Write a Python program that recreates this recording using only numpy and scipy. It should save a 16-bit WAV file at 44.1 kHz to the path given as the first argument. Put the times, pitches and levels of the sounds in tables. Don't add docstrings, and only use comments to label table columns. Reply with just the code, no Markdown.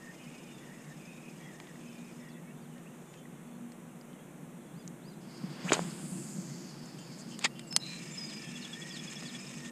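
import sys
import numpy as np
from scipy import signal
from scipy.fft import rfft, irfft, next_fast_len
from scipy.io import wavfile

SR = 44100
rng = np.random.default_rng(int(sys.argv[2]) if len(sys.argv) > 2 else 0)


def dump(signal):
    limited = np.clip(np.atleast_2d(signal).T, -1, 1)
    pcm = np.round(limited * 32767).astype(np.int16)
    wavfile.write(sys.argv[1], SR, pcm)


N = 428211
TIME = np.arange(N) / SR

# (frequency [Hz], level [dB], 60 dB decay time [s])
REEL_MODES = [(1200, -14, 0.0023), (2110, -27, 0.0066), (2530, -6.5, 0.0077), (3240, -6, 0.0049),
              (3730, -7, 0.0062), (4500, 0.5, 0.0029), (5020, -7.5, 0.0068), (6340, -8.5, 0.0033),
              (6900, -12, 0.0088), (7480, -5, 0.0062), (8070, -6, 0.011), (11300, -31, 0.0022),
              (10400, -31, 0.0022), (12350, -28, 0.004), (14000, -20, .003)]
NOTE_ATTACK_S = .006


def amp(db):
    return 10 ** (np.asarray(db) / 20)


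def curves(rows):
    s, *columns = np.transpose(rows)
    nearest_end_s = np.minimum(TIME - s[0], s[-1] - TIME)
    gate = np.clip(nearest_end_s / .02 + (s[0] == 0), 0, 1)
    return [gate] + [np.interp(TIME, s, column) for column in columns]


def shape(x, spectrum):
    hz, level_db = np.transpose(spectrum)
    size = next_fast_len(N + 4000)
    bins_hz = np.maximum(np.arange(size // 2 + 1) * SR / size, 1)
    gain = amp(np.interp(np.log(bins_hz), np.log(hz), level_db))
    return irfft(rfft(x, size) * gain, size)[:N]


def coloured(spectrum, grain_db=0):
    grain = amp(grain_db * np.minimum(rng.exponential(1, N), 4))
    x = shape(rng.standard_normal(N) * grain, spectrum)
    return x / x.std()


def narrow(hz, width_hz):
    low_pass = signal.butter(2, width_hz / 2, fs=SR, output="sos")
    slow = signal.sosfilt(low_pass, rng.standard_normal((2, N)))
    phase = 2 * np.pi * np.cumsum(hz + np.zeros(N)) / SR
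    x = slow[0] * np.cos(phase) + slow[1] * np.sin(phase)
    return x / x.std()


def ring(force, hz, t60):
    r, w = amp(-60 / (t60 * SR)), 2 * np.pi * hz / SR
    return signal.lfilter([0, np.sin(w)], [1, -2 * r * np.cos(w), r * r], force + 1e-18)


def swell(peak_s, peak_db, rise, fall):
    before_s, after_s = np.maximum(peak_s - TIME, 0), np.maximum(TIME - peak_s, 0)
    return amp(peak_db - rise * before_s - fall * after_s)


def add(out, s, piece):
    i = round(s * SR)
    out[i:i + len(piece)] += piece[:N - i]


def background():
    # (frequency [Hz], width [Hz], level [dB])
    drone_bands = [(168.1, 37, -55), (239.2, 7.5, -54.5), (295, 14.3, -64.5), (326.7, 8.3, -65),
                   (347.2, 29, -64)]
    # (time [s], level [dB])
    buffet_levels = [(4.4, -59.5), (5.4, -47), (5.75, -43), (6.4, -44), (6.7, -48), (8.0, -47.5),
                     (9.71, -49)]
    gate, buffet_db = curves(buffet_levels)
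    drone = 0
    for hz, width_hz, db in drone_bands:
        drone = drone + amp(db + 1.82 * narrow(0.415, 0.64)) * narrow(hz, width_hz)
    rumble = narrow(175, 115) + amp(-12.0) * narrow(335, 42)
    return drone + gate * amp(buffet_db + 1.7 * narrow(4, 6.4)) * rumble


def moan(hz, blur_share):
    white = rng.standard_normal((2, N)) + 1j * rng.standard_normal((2, N))
    core = signal.sosfilt(signal.butter(2, 24, fs=SR, output="sos"), white[0])
    blur = signal.sosfilt(signal.butter(2, 140, fs=SR, output="sos"), white[1])
    husk = .3 + core / core.std() + blur_share * blur / blur.std()
    return np.real(husk * np.exp(2j * np.pi * np.cumsum(hz) / SR))


def chorus():
    level = amp(-65 - 1.5 * TIME)
    out = 0
    for hz in (2150, 2850, 3400):
        presence = np.clip(narrow(1.5, 4) - .4, 0, 1)
        out = out + presence * moan(hz * (1 + .04 * narrow(2, 4)), .5)
    return level * out


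def winding():
    # (time [s], whine level [dB], rasp level [dB])
    spells = [
        [(0, -79, -63.5), (2.2, -89, -65), (2.4, -96, -82), (3.2, -100, -68)],
        [(7.79, -57, -64), (7.85, -61, -52), (8.5, -62.5, -53.5), (9.2, -60, -52), (9.71, -65, -52)],
    ]
    # (frequency [Hz], spectral density [dB per Hz])
    rasp_colour = [(700, -11), (1100, -2), (1600, -4.5), (1850, 6.5), (2050, -2.5), (2300, 3), (2600, 4),
                   (3400, -1.5), (4250, -5), (5700, -1.5), (6300, -1), (8700, -1.5), (9300, -15.5),
                   (12000, -15), (16000, -58)]
    rotor_turns_per_s = 12.8
    turn = np.cos(2 * np.pi * rotor_turns_per_s * TIME + 2.0 + 0.56 * narrow(0.388, 1.0))
    out = 0
    for rows in spells:
        gate, whine_db, rasp_db = curves(rows)
        whine = amp(whine_db + 2 * turn + 1.5 * narrow(12, 20)) * narrow(5130, 190)
        patches = sum(amp(5 * turn + 3.5 * narrow(15, 25)) * narrow(hz, 500)
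                      for hz in (6350, 7000, 7700, 8400))
        strands = sum(amp(4 * narrow(2, 4)) * narrow(hz * (1 + .02 * narrow(2, 3)), 150)
                      for hz in (2300, 2750, 3600))
        rasp = amp(0.52 * turn + 2.0 * narrow(20, 30)) * coloured(rasp_colour, grain_db=4.5)
        rasp = rasp + amp(-15.5) * patches + amp(-13.5) * strands
        out = out + gate * (whine + amp(rasp_db) * rasp)
    return out


def moans():
    # (time [s], level [dB])
    slow_levels = [(0, -62), (1.5, -60.5), (2.2, -64), (2.55, -73)]
    # (time [s], low moan [Hz], its level [dB], high moan [Hz], its level [dB])
    fast_tracks = [(7.85, 1880, -69, 2454, -51), (8.1, 1850, -58, 2300, -64), (8.25, 1830, -68, 2217, -60),
                   (8.45, 1760, -59.5, 2420, -56), (8.72, 1735, -58, 2480, -81),
                   (8.81, 1875, -47, 2270, -55), (8.93, 1890, -55, 2300, -70), (9.08, 1720, -63, 2500, -53),
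                   (9.22, 1825, -55, 2210, -65), (9.42, 1810, -62, 2430, -57), (9.55, 1886, -61, 2500, -60),
                   (9.71, 1815, -51.5, 2370, -73)]
    # (place in the turn [0-1], first frequency [Hz], last [Hz], level [dB])
    strokes = [(0, 1942, 1800, 1.5), (.49, 2530, 2475, -0.5)]
    turn_s, first_turn_s, moan_share = .795, -.2, .44
    gate, slow_db = curves(slow_levels)
    fast, low_hz, low_db, high_hz, high_db = curves(fast_tracks)
    out = fast * (amp(low_db) * moan(low_hz, 0.2) + amp(high_db) * moan(high_hz, 0.72))
    for place, first_hz, last_hz, db in strokes:
        turn_place = ((TIME - first_turn_s) / turn_s - place) % 1
        u = np.minimum(turn_place / moan_share, 1)
        edges = np.minimum(14 * np.minimum(u, 1 - u), 1) * amp(2 * narrow(5, 10))
        hz = first_hz + (last_hz - first_hz) * u + 35 * narrow(5, 8)
        out += gate * amp(slow_db + db) * edges * moan(hz, 1.05)
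    return out


def meshing():
    # (start [s], end [s], rate [per s], level [dB])
    runs = [(0.01, 2.3, 24.2, -69.5), (7.859, 9.62, 25.6, -56)]
    chirp_s, chirp_hz, width_hz = 0.019, 5200, 360
    out, t = np.zeros(N), TIME[:round(chirp_s * SR)] / chirp_s
    envelope = np.sqrt(np.clip(np.minimum(8 * t, 1) * (1 - t), 0, 1))
    for start, end, rate, db in runs:
        for k, (late, strength) in enumerate(rng.standard_normal((60, 2))):
            s = start + k / rate
            if s < end:
                chirp_db = db + 3 * (k % 2) + 2.5 * strength
                add(out, s + .009 * abs(late), amp(chirp_db) * envelope)
    return out * narrow(chirp_hz + 130 * narrow(8, 12), width_hz)


def note(length, first_hz, middle_hz, last_hz, db):
    u = np.linspace(-1, 1, round(length * SR))
    bend_hz = (first_hz + last_hz) / 2 - middle_hz
    hz = middle_hz + (last_hz - first_hz) / 2 * u + bend_hz * u ** 2
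    envelope = np.minimum(TIME[:len(u)] / NOTE_ATTACK_S, 1) * (1 - u) ** .15
    return amp(db) * envelope * np.sin(2 * np.pi * np.cumsum(hz) / SR)


def slur(first_hz, db):
    top_hz, end_hz, hz_per_s3 = 5250, 2950, 1300000
    drop_hz = np.maximum(top_hz - np.array([first_hz, end_hz]), 0)
    start, end = np.cbrt(drop_hz / hz_per_s3)
    t = np.arange(start, end, 1 / SR)
    edges = np.minimum(np.minimum(t - start, end - t) / NOTE_ATTACK_S, 1)
    hz = top_hz - hz_per_s3 * t ** 3
    return amp(db + np.linspace(-2.5, 4.0, len(t))) * edges * np.sin(2 * np.pi * np.cumsum(hz) / SR)


def arch(db):
    length_s, low_hz, top_hz = .14, 3150, 4980
    u = np.abs(np.linspace(-1, 1, round(length_s * SR)))
    hz = top_hz - (top_hz - low_hz) * u ** 1.42
    return amp(db - 6.2 * u) * np.minimum(8 * (1 - u), 1) * np.sin(2 * np.pi * np.cumsum(hz) / SR)


def birds_and_last_moan():
    # (time [s], length [s], first frequency [Hz], last frequency [Hz], level [dB])
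    whistles = [(.104, 0.12, 3060, 3140, -72), (.21, 0.057, 3220, 2920, -66), (.4, 0.15, 2820, 2870, -72),
                (0.606, 0.17, 2900, 2820, -69), (2.206, 0.043, 3630, 3510, -66),
                (2.433, .03, 2500, 2600, -67), (2.478, 0.043, 2490, 2800, -63),
                (2.718, 0.084, 3150, 2600, -73), (2.856, 0.023, 2300, 2840, -57.5),
                (3.07, 0.18, 3510, 3430, -69), (3.067, 0.14, 7020, 6900, -68),
                (3.143, 0.04, 2660, 2500, -65), (3.165, 0.06, 3180, 3080, -65),
                (3.466, 0.105, 4500, 4250, -76), (4.19, .025, 2750, 2700, -71),
                (4.515, 0.016, 3030, 3150, -77), (4.6, .035, 4150, 4080, -78),
                (4.798, 0.026, 3450, 3420, -65), (5.08, .12, 3950, 4100, -74),
                (6.993, 0.065, 7000, 7000, -60), (7.065, 0.061, 2650, 2090, -64),
                (7.5, 0.48, 2790, 2820, -60.5), (7.668, 0.029, 8060, 7300, -51.5),
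                (7.706, 0.067, 5270, 5150, -40.5), (7.784, .03, 5250, 5200, -55),
                (8.113, 0.041, 7250, 7240, -49), (8.172, 0.085, 5136, 4950, -42),
                (8.27, 0.12, 5050, 4950, -51), (8.435, 0.061, 3293, 3240, -52)]
    # (time [s], first frequency [Hz], level [dB])
    slurs = [(1.955, 4970, -73), (2.283, 5000, -69), (2.61, 4970, -71), (4.65, 5000, -79),
             (8.268, 4940, -54), (8.612, 4650, -49), (8.913, 5080, -49.5), (9.255, 4890, -50)]
    # (time [s], level [dB])
    arches = [(4.727, -67), (5.013, -62.5), (5.288, -65)]
    # (time [s], level [dB])
    peeps = [(8.5535, -44), (8.6448, -47), (8.726, -41.5), (8.8139, -42.5), (8.9013, -44.5), (8.988, -45),
             (9.0713, -46), (9.16, -43.5), (9.251, -45), (9.3427, -44.5), (9.6525, -54)]
    # (time [s], length [s], frequency [Hz], level [dB])
    buzzy_tones = [(2.72, 0.31, 1870, -65), (4.238, 0.11, 2414, -63), (6.093, 0.23, 2620, -62),
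                   (6.462, 0.1, 1930, -59), (7.795, 0.21, 4050, -43)]
    # (time [s], length [s], main strand [Hz], level [dB])
    harsh_calls = [(6.983, 0.065, 3110, -55.5), (7.31, 0.052, 3090, -53.5), (7.553, 0.078, 3080, -56)]
    peep_hz, peep_s = 3397, 0.014
    echo_s, echo_db = 0.051, -12
    buzz_per_s, buzz_attack_s = 100, .035
    strand_hz = 320
    out, husk = np.zeros(N), narrow(100, 220)
    for s, length, first_hz, last_hz, db in whistles:
        add(out, s, note(length, first_hz, (first_hz + last_hz) / 2, last_hz, db))
    for s, first_hz, db in slurs:
        add(out, s, slur(first_hz, db))
    for s, db in arches:
        add(out, s, arch(db))
        add(out, s + echo_s, arch(db + echo_db))
    for s, db in peeps:
        add(out, s, note(peep_s, peep_hz * 1.02, peep_hz, peep_hz * .98, db))
    for s, length, hz, db in buzzy_tones:
        tone = note(length, .975 * hz, hz, .99 * hz, db)
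        at, t = round(s * SR), TIME[:len(tone)]
        fade = np.linspace(1, .3, len(tone)) * np.minimum(t / buzz_attack_s, 1)
        buzz = .6 + .6 * np.cos(2 * np.pi * buzz_per_s * t) + .75 * husk[at:at + len(tone)]
        add(out, s, tone * fade * buzz)
    for s, length, hz, db in harsh_calls:
        call = 0
        for step, loss_db in ((0, 0), (-1, 3), (1, 9), (-2, 12)):
            f = hz + step * strand_hz
            call = call + note(length, .99 * f, f, .95 * f, db - loss_db)
        roughness = .9 + .45 * husk[round(s * SR):][:len(call)]
        add(out, s, call * np.linspace(1, .4, len(call)) * roughness)
    out *= amp(1.5 * narrow(40, 60))
    tail = rng.standard_normal(6000) * amp(-60 * TIME[:6000] / 0.11 - 31.5)
    return out + signal.fftconvolve(out, tail)[:N]


def ticks():
    # (time [s], peak level [dB], centre [Hz], spread [octaves])
    blows = [(1.601, -32.5, 2200, 1.1), (1.671, -42, 3400, 0.15), (2.781, -45.5, 3200, 0.27),
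             (3.14, -40, 2000, 0.62), (3.72, -40, 4500, 0.82), (4.012, -46, 5400, 0.11),
             (4.131, -50, 3600, 0.15), (4.877, -33, 6440, 0.14), (5.7218, -15.5, 3000, 0.5),
             (5.7326, -11.5, 6600, 0.092), (5.743, -23, 3500, .3), (5.751, -21, 5500, 0.66),
             (7.391, -26.5, 7000, 0.6), (7.426, -32, 5000, 0.87), (7.447, -18.5, 6440, 0.16),
             (7.5943, -25.5, 5500, 1.3), (7.7265, -23, 4970, 0.5), (7.764, -1, 6300, 0.6),
             (7.766, -31, 4500, 1), (9.225, -34.5, 1200, 0.33)]
    rattle_t60_s = 0.016
    t, out = TIME[:2500], np.zeros(N)
    rattles = rng.standard_normal((len(blows), 2500)) * (rng.random((len(blows), 2500)) < .12)
    variations = rng.standard_normal((len(blows), len(REEL_MODES)))
    for (s, peak_db, centre_hz, octaves), rattle, variation in zip(blows, rattles, variations):
        blow = (t == 0) + .45 * rattle * amp(-60 * t / rattle_t60_s)
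        tick = 0
        for (hz, db, t60), vary in zip(REEL_MODES, variation):
            distance = np.log2(hz / centre_hz) / max(octaves, .1)
            tick = tick + amp(db - 6 * distance ** 2 + 2 * vary) * ring(blow, hz, t60)
        add(out, s, amp(peak_db) * tick / np.abs(tick).max())
    return out


def knocks():
    # (time [s], peak level [dB])
    thumps = [(5.439, -26), (5.65, -25), (5.798, -30), (5.816, -29), (5.84, -27.5), (6.041, -31),
              (6.117, -29), (6.384, -29)]
    # (time [s], peak level [dB], frequency [Hz])
    rod_knocks = [(1.602, -40, 900), (5.707, -16, 600), (5.7201, -3, 1320), (5.7225, -7.5, 335),
                  (5.769, -19, 696), (5.78, -22, 600), (5.793, -12.5, 754), (7.45, -21, 407)]
    # (time [s], peak level [dB])
    pings = [(1.757, -48.5), (3.255, -46), (7.4488, -26), (7.4516, -21.5), (7.461, -26)]
    hull_hz, hull_t60_s = 180.4, 0.13
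    seat_hz, seat_t60_s = 1930, 0.029
    rod_cycles = 3.17
    out, click = np.zeros(N), TIME[:15000] == 0
    for s, peak_db in thumps:
        add(out, s, -amp(peak_db) * ring(click, hull_hz, hull_t60_s))
    for s, peak_db, hz in rod_knocks:
        add(out, s, -amp(peak_db) * ring(click, hz, rod_cycles / hz))
    for s, peak_db in pings:
        add(out, s, -amp(peak_db) * ring(click, seat_hz, seat_t60_s))
    return out


def cast():
    # (time [s], level [dB])
    cloth_levels = [(5.2, -72), (5.33, -62), (5.75, -56.5), (6.15, -64.5), (6.7, -58.5), (7.33, -59),
                    (7.48, -66), (7.8, -66)]
    # (frequency [Hz], spectral density [dB per Hz])
    rush_colour = [(150, -29), (250, -21), (401, -13.5), (2200, -20.5), (3090, -22), (3450, -22),
                   (4500, -30), (5850, -77), (9900, -120)]
    # (time [s], hiss centre [Hz], level [dB])
    line_track = [(5.63, 6900, -57), (5.7, 7300, -48), (5.95, 8370, -53), (6.12, 8480, -49),
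                  (6.3, 7750, -50.5), (6.7, 6220, -60.5), (6.95, 6630, -97)]
    tip = swell(5.697, -35.5, 390, 1800)
    arms = swell(5.7, -48.5, 61, 33.5)
    whip = swell(5.722, -28, 3100, 440)
    whistle_start_s, climb_hz_per_s = 5.65, 58000
    vortex_hz = np.clip(climb_hz_per_s * (TIME - whistle_start_s), 250, 3300)
    flutter = amp(2.5 * narrow(90, 150))
    swish = tip * flutter * (narrow(vortex_hz, 900) + amp(-7) * narrow(.7 * vortex_hz, 1600))

    moving, cloth_db = curves(cloth_levels)
    rush = (arms + whip + moving * amp(cloth_db - 2.0)) * coloured(rush_colour)

    gate, hiss_hz, hiss_db = curves(line_track)
    coils = 1 + 0.13 * np.cos(2 * np.pi * 132 * TIME)
    hiss = narrow(hiss_hz, 2140) + amp(-20) * narrow(9100, 3500) + amp(-7.5) * narrow(13500, 4600)
    line = gate * coils * (amp(hiss_db) + amp(-19) * whip) * hiss

    rub = narrow(4870, 940) + amp(-6) * narrow(7200, 2500)
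    cloth = moving * amp(cloth_db + 1.8 * narrow(9, 31)) * rub
    return swish + rush + line + cloth


def grinds():
    # (time [s], hold [s], level [dB], tilt [dB per octave])
    spells = [(5.73, 0.014, -40.5, 6.5), (7.412, 0.06, -55.5, -8), (7.444, 0.013, -33.5, -4.5)]
    rise_db_per_s, fall_db_per_s, top_hz = 2400, 1900, 8400
    out = np.zeros(N)
    for s, hold, grind_db, tilt_db in spells:
        t = TIME[:4000] - .01
        level_db = grind_db + rise_db_per_s * np.minimum(t, 0)
        level_db = level_db - fall_db_per_s * np.maximum(t - hold, 0)
        clicks = rng.random(4000) < 6000 / SR
        grit = rng.standard_normal(4000) * clicks * amp(level_db)
        for hz, mode_db, t60 in REEL_MODES:
            drive = grit * amp(mode_db + tilt_db * np.log2(hz / 4500))
            add(out, s + t[0], ring(drive, hz, t60))
    return signal.sosfilt(signal.butter(4, top_hz, fs=SR, output="sos"), out)


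def puffs():
    # (time [s], length [s], level [dB])
    bursts = [(6.85, .02, -54), (6.977, 0.031, -55), (7.164, .069, -52.5), (7.27, 0.077, -55.5)]
    out, hiss = np.zeros(N), narrow(7300, 2400)
    for s, length, db in bursts:
        at, size = round(s * SR), round(length * SR)
        add(out, s, amp(db) * np.hanning(size) * hiss[at:at + size])
    return out


def scene():
    # (frequency [Hz], spectral density [dB per Hz])
    air_colour = [(20, -25), (35, -25.5), (95, -30), (150, -2), (210, -4.5), (300, -12), (500, -14.5),
                  (1000, -21.5), (2500, -29), (3700, -35.5), (4800, -45.5), (6300, -33.5), (8500, -31),
                  (11000, -37.5), (15400, -41)]
    # (frequency [Hz], gain [dB])
    housing = [(40, -20), (100, -40), (135, -1.5), (5200, 0), (5850, -2), (6400, 2), (8800, -2.5),
               (10500, 0), (15000, -17)]
    high_pass = signal.butter(2, 800, "high", fs=SR, output="sos")
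    metal = signal.sosfilt(high_pass, ticks() + grinds())
    sources = background() + chorus() + winding() + moans() + meshing() + birds_and_last_moan()
    sources = sources + metal + knocks() + cast() + puffs()
    mono = shape(sources, housing) + amp(-51.5) * coloured(air_colour)
    hiss = amp(-86.5) * rng.standard_normal(N) + amp(-93.5) * coloured(air_colour)
    return mono + hiss * np.array([[1], [-1]])


def record(dry):
    stop_hz = 15862
    return signal.sosfilt(signal.cheby2(12, 60, stop_hz, fs=SR, output="sos"), dry)


dry = scene()
out = record(dry)
dump(out)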